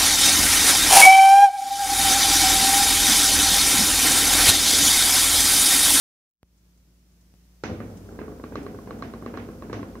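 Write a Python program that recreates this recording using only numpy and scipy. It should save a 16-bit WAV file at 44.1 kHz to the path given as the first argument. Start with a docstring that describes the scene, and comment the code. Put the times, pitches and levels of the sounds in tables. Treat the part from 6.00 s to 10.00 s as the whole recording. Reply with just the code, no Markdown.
"""Aerosol can rocking on a car bonnet

An aerosol can is set down on a car's bonnet in a garage and left to rock on its rim. Each impact
thumps the sheet metal, briefly rings the can and reverberates; between impacts the rolling rim
keeps the bonnet's modes drumming. Fingers and rim make faint scuffs. Behind it all are a low hum
and a quiet hiss, which set in with a small click."""
import sys
import numpy as np
from scipy import signal
from scipy.fft import rfft, irfft, next_fast_len
from scipy.io import wavfile

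SR = 44100
rng = np.random.default_rng(int(sys.argv[2]) if len(sys.argv) > 2 else 0)


def file_out(sig):
    """Save sig as 16-bit WAV at sys.argv[1]."""
    # one column per channel
    cols = np.atleast_2d(sig).T
    # limit, then scale
    lim = np.clip(cols, -1, 1)
    pcm = np.round(lim * 32767).astype(np.int16)
    wavfile.write(sys.argv[1], SR, pcm)


N = 176400

# The rim knocks on the bonnet. Each row: start in seconds, level in dB, the can's base tone in Hz,
# edge emphasis in dB (how much the blow falls on the rim's edge).
RIM_KNOCKS = [(1.8025, -30.5, 1190, 3.5), (2.0892, -41.5, 1350, 3.5), (2.1248, -45, 1160, 4),
              (2.1892, -32.5, 980, 8), (2.2153, -34, 1235, 7), (2.2798, -34, 1120, -8),
              (2.319, -39.5, 1110, -2), (2.3979, -39.5, 970, 5), (2.4385, -28, 1130, -3.5),
              (2.5221, -38, 930, 11), (2.555, -21.5, 1154, -7), (2.6641, -28.5, 1114, -2.5),
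              (2.7451, -39, 1100, 5), (2.7876, -33, 1100, -11), (2.873, -35.5, 990, 5.5),
              (2.9074, -27, 1127, -4.5), (2.9888, -42.5, 1070, -4), (3.023, -21, 1130, -8),
              (3.1366, -30, 1080, -2.5), (3.2229, -33, 1130, -2.5), (3.2613, -25, 1124, -5.5),
              (3.3394, -30.5, 940, 5.5), (3.3729, -24.5, 1110, -1.5), (3.488, -35.5, 1060, 2.5),
              (3.6225, -29, 1100, -4.5), (3.6975, -32, 940, 2), (3.7935, -36, 1100, 1),
              (3.8294, -29.5, 1050, -6.5), (3.9535, -32.5, 1060, -2.5)]


def amp(db):
    """Amplitude grows tenfold with every 20 dB."""
    return 10 ** (np.asarray(db) / 20)


def unit(x):
    """Normalisation brings the rms amplitude to 1."""
    return x / np.sqrt(np.mean(x ** 2) + 1e-20)


def along(points, hz):
    """Interpolation joins (Hz, value) points on a logarithmic frequency axis."""
    freqs, values = np.transpose(points)
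    return np.interp(np.log(hz + 1), np.log(freqs + 1), values)


def envelope(points):
    """An amplitude envelope runs linearly in level between (seconds, dB) points."""
    return amp(np.interp(np.arange(N) / SR, *np.transpose(points)))


def add(track, start_s, sound):
    """Superposition: a sound adds to the stereo track from its start time on."""
    i = round(start_s * SR)
    track[:, i:i + sound.shape[-1]] += sound[..., :N - i]


def noise(spectrum, size):
    """Coloured stereo noise of rms 1, whose channels are most coherent at long wavelengths."""
    # Each row: frequency in Hz, correlation of left and right.
    coherence = [(100, 0.93), (300, 0.92), (550, 0.57), (1100, 0.2), (2200, 0.11), (10000, 0)]
    hz = np.fft.rfftfreq(size, 1 / SR)
    angle = np.arccos(np.clip(along(coherence, hz), -1, 1)) / 2
    coloured = rfft(rng.standard_normal((2, size))) * amp(along(spectrum, hz))
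    mid, side = irfft(coloured * [np.cos(angle), np.sin(angle)], size)
    return unit(np.array([mid + side, mid - side]))


def tail(spectrum, t60s, rise_s, size=24576):
    """Overlapping modes merge into noise in which each frequency decays at its own rate."""
    hz, t, bands = signal.stft(noise(spectrum, size), SR, nperseg=512)
    ring = signal.istft(bands * amp(-60 * t / along(t60s, hz)[:, None]), SR, nperseg=512)[1]
    return ring * (1 - np.exp(-np.arange(ring.shape[1]) / SR / rise_s))


def mode(hz, t60, t):
    """A damped oscillator falls by 60 dB in t60 seconds."""
    return np.sin(2 * np.pi * hz * t) * amp(-60 * t / t60)


def background():
    """Broadband hiss, room rumble and tonal hum rise and fall under one envelope."""
    # Each row: time in seconds, common level in dB.
    levels = [(0, -130), (.37, -115), (.45, -80), (.53, -76), (.65, -73), (1.05, -72.5), (1.35, -70.5),
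              (1.62, -70), (1.66, -64.5), (1.9, -63), (2.35, -64), (2.55, -62.5), (4, -63.5)]
    # Two noise spectra and the hum's partials. Each row: frequency in Hz, relative level in dB.
    hiss_spectrum = [(350, -36), (600, -11), (950, -3), (1800, -4), (3900, -5.5), (5600, -2), (8200, -7.5),
                     (15000, -7.5)]
    rumble_spectrum = [(20, 11.5), (45, 4), (90, 5.5), (200, 1), (400, -7), (700, -12.5), (1500, -37)]
    partials = [(57.7, -58), (118.4, -90), (177.6, -66), (285.3, -80.5), (360.7, -81.5)]
    t = np.arange(N) / SR
    hum = sum(amp(db) * np.sqrt(2) * np.sin(2 * np.pi * (hz * t + rng.random())) for hz, db in partials)
    hiss = amp(4) * noise(hiss_spectrum, N)
    rumble = amp(9) * noise(rumble_spectrum, N)
    return envelope(levels) * (hiss + rumble + amp(72) * hum)


def clicks(decay_s=0.002):
    """A pressure step with a fast exponential decay is heard as a small, dull click."""
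    # Each row: start in seconds, level in dB.
    events = [(0.4306, -38), (1.34, -46)]
    out, t = np.zeros((2, N)), np.arange(SR // 20) / SR
    for start_s, db in events:
        add(out, start_s, amp(db) * np.exp(-t / decay_s))
    return out


def garage_echo():
    """Reverberation: dense reflections in the garage merge into a decaying tail."""
    # Each row: frequency in Hz, relative level in dB.
    spectrum = [(300, -9), (750, 5), (1250, -1.5), (2400, -4), (3400, -8), (4600, -10.5), (6200, -5.5),
                (8200, -29), (15000, -45)]
    # Each row: frequency in Hz, reverberation time in seconds.
    t60s = [(700, 0.41), (2000, 0.6), (6000, 0.36), (12000, 0.26)]
    return tail(spectrum, t60s, rise_s=0.00043)


def scuffs(peak_s=0.0047):
    """Friction makes brief noise as fingers brush the can and, later, its rim scuffs the paint."""
    # Each row: start in seconds, level in dB.
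    events = [(0.575, -70.5), (0.773, -69), (1.116, -70), (1.208, -67), (1.97, -55.5), (2.628, -58.5),
              (2.986, -61)]
    # Each row: frequency in Hz, relative level in dB.
    spectrum = [(1500, -17), (4500, -12), (6000, -3), (9000, -10), (15000, -36)]
    out, t = np.zeros((2, N)), np.arange(SR // 10) / SR
    swell = t / peak_s * np.exp(1 - t / peak_s)
    for start_s, db in events:
        add(out, start_s, amp(db) * noise(spectrum, len(t)) * swell)
    return out


def bonnet_modes(t, scatter_db, detune=0.035):
    """The bonnet's bending modes vary in strength and pitch with the spot where the can presses."""
    # Each row: frequency in Hz, relative level in dB.
    modes = [(87, -3.5), (104, -1), (207, 2), (233, 1.5), (260, -0.5), (287, 0.5), (328, -0.5), (389, -5),
             (419, 0.5), (460, -1.5), (505, -1.5), (552, -10), (583, -12.5), (714, -11.5), (761, -14.5)]
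    ring = np.zeros(len(t))
    for hz, db in modes:
        strength = amp(db + scatter_db * rng.standard_normal()) * rng.choice([-1, 1])
        detuned_hz = hz * (1 + detune * rng.uniform(-1.05, 1))
        t60 = 0.89 * (212 / hz) ** 0.28  # higher modes die sooner
        ring += strength * mode(detuned_hz, t60, t)
    return ring


def bonnet_boom():
    """The struck sheet's closely spaced modes overlap in a diffuse boom."""
    # Each row: frequency in Hz, relative level in dB.
    spectrum = [(40, -25), (90, -38), (140, -5), (220, 10), (450, -0.5), (650, -3), (900, -9.5),
                (1500, -10.5), (4000, -78)]
    # Each row: frequency in Hz, time to decay by 60 dB in seconds.
    t60s = [(100, 0.19), (400, 0.23), (1200, 0.63)]
    return tail(spectrum, t60s, rise_s=0.0037)


def rolling(step_s=0.16):
    """Forced vibration: the rim rolls from spot to spot and drives the bonnet with a random force."""
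    # Each row: time in seconds, level of the drumming in dB.
    levels = [(1.6, -160), (1.645, -41), (1.715, -29.5), (1.775, -37), (2.03, -42.5), (2.13, -42.5),
              (2.27, -38), (2.45, -47), (2.62, -36), (2.82, -44), (2.99, -36), (3.18, -42.5), (3.33, -39.5),
              (3.59, -42.5), (3.77, -36), (4.0, -44)]
    # The diffuse part of the drumming. Each row: frequency in Hz, relative level in dB.
    spectrum = [(30, -2), (65, -10.5), (92, 4), (135, -3.5), (220, 1.5), (450, -11), (650, -11.5),
                (900, -19), (1300, -23), (2500, -35), (6000, -52)]
    drumming, size = np.zeros((2, N)), round(2 * step_s * SR)
    for start_s in np.arange(SR, N, size // 2) / SR:
        ring = bonnet_modes(np.arange(SR // 2) / SR, scatter_db=2)
        force = rng.standard_normal(size + len(ring) - 1)
        spot = unit(signal.fftconvolve(force, ring, "valid"))
        add(drumming, start_s, spot * signal.windows.cosine(size))  # each spot fades into the next
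    return envelope(levels) * (amp(-5.5) * drumming + amp(-3) * noise(spectrum, N))


def can_ring(t, scatter_db=2):
    """Free vibration of the can's upper modes, excited a little differently by every blow."""
    # Each row: frequency in Hz, relative level in dB, time to decay by 60 dB in seconds.
    modes = [(1590, -11.5, 0.022), (1870, -12, 0.0083), (2070, -15, 0.012), (2870, -22, 0.016),
             (3650, -25, 0.0083), (4114, -14.5, 0.02), (5100, -33, 0.017), (6200, -26, 0.016)]
    return sum(amp(db + scatter_db * rng.standard_normal()) * rng.choice([-1, 1]) * mode(hz, t60, t)
               for hz, db, t60 in modes)


def can_clatter(t, rise_s=0.0098, t60=0.15):
    """The dense modes of the can's thin wall build up and decay as a band of noise."""
    # Each row: frequency in Hz, relative level in dB.
    spectrum = [(700, -30), (1250, -6), (1600, 4), (2600, -2.5), (3300, -16.5), (10000, -52)]
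    return noise(spectrum, len(t)) * (1 - np.exp(-t / rise_s)) * amp(-60 * t / t60)


def crack(t, t60=0.011):
    """The impact transient is a short burst of broadband noise."""
    # Each row: frequency in Hz, relative level in dB.
    spectrum = [(300, 12), (900, -9), (1900, 10.5), (3000, -18), (4300, -5), (6300, 6.5), (8500, -8),
                (15000, -40)]
    return amp(-7.5 - 60 * t / t60) * noise(spectrum, len(t))


def softened(x, corner_hz):
    """A contact of finite duration excites little above its corner frequency."""
    return signal.sosfilt(signal.butter(3, min(corner_hz, SR / 3), fs=SR, output="sos"), x)


def impacts(rows, contact_hz, room_db, boom_db=0):
    """Impulsive excitation: each blow thumps the sheet, rings can and bonnet, and echoes."""
    out, t = np.zeros((2, N)), np.arange(SR) / SR
    brief = t[:SR // 10]
    press_s, rise_s = 0.0006, 0.00041  # the rim presses in before the sheet moves
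    attack = 1 - np.exp(-brief / rise_s)
    hardest_db = max(row[1] for row in RIM_KNOCKS)
    for start_s, db, base_hz, edge_db in rows:
        onset_s, force_db = start_s + press_s, db - hardest_db
        # A blow on the edge digs deeper into the sheet and rings the can harder.
        edge = amp(edge_db + 0.86 * force_db)
        push = amp(0.28 * edge_db - 0.36 * force_db)  # weak knocks still shake the bonnet
        corner_hz = contact_hz * 2 ** (force_db / 14)  # lighter contacts last longer and sound duller
        thump = amp(8.5) * push * mode(hz=396, t60=0.0091, t=brief)  # the sheet gives under the rim
        base = amp(-1) * mode(base_hz, t60=0.025, t=brief)
        clack = softened(edge * crack(brief) - amp(0.49 * edge_db) * can_ring(brief), corner_hz)
        add(out, onset_s, amp(db) * (clack - (base + thump) * attack))
        add(out, onset_s, amp(db - 14 + boom_db) * push * bonnet_boom())
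        add(out, onset_s, amp(db - 23 + boom_db) * push * bonnet_modes(t, scatter_db=4))
        add(out, onset_s, amp(db - 10.5) * edge * can_clatter(t[:SR // 3]))
        add(out, onset_s, amp(db + room_db) * edge * softened(garage_echo(), corner_hz))
    return out


def panned(x):
    """Level differences at constant power put the can's clatter right and its highest ring left."""
    # Each row: frequency in Hz, level of the left channel over the right in dB.
    balance = [(600, 0), (1100, -2), (1700, -10), (2400, -5.5), (3400, 1), (5000, 5), (6200, 14),
               (9000, -2)]
    size = next_fast_len(N + SR // 2)
    balance_db = along(balance, np.fft.rfftfreq(size, 1 / SR))
    gains = amp(np.array([balance_db, -balance_db]) / 2)
    gains /= np.sqrt(np.mean(gains ** 2, axis=0))
    return irfft(rfft(x, size) * gains, size)[:, :N]


def scene():
    """The can's landings, knocks and rolling superpose on the garage's background."""
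    # The can's whole weight comes down, from the hand and later from a tilt.
    # Each row: start in seconds, level in dB, the can's base tone in Hz, edge emphasis in dB.
    hard_blows = [(1.6362, -23.5, 1340, 3.5), (3.7291, -24.5, 1140, 0.5)]
    landings = impacts(hard_blows, contact_hz=7500, room_db=-15, boom_db=1)
    knocks = impacts(RIM_KNOCKS, contact_hz=5160, room_db=-16.5)
    return panned(landings + knocks) + rolling() + scuffs() + clicks() + background()


def record(dry):
    """A band-limited microphone pair: sound reaches the left side slightly before the right."""
    lag_s, low_cut_hz, top_hz = 0.00008, 50.4, 15650
    size = next_fast_len(N + SR // 2)
    hz = np.fft.rfftfreq(size, 1 / SR)
    lag = np.exp(1j * np.pi * hz * lag_s * np.array([[1], [-1]]))
    low_cut = signal.butter(4, low_cut_hz, "high", fs=SR, output="sos")
    spectrum = rfft(signal.sosfilt(low_cut, dry), size)
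    return irfft(spectrum * lag * (hz < top_hz), size)[:, :N]


dry = scene()
out = record(dry)
file_out(out)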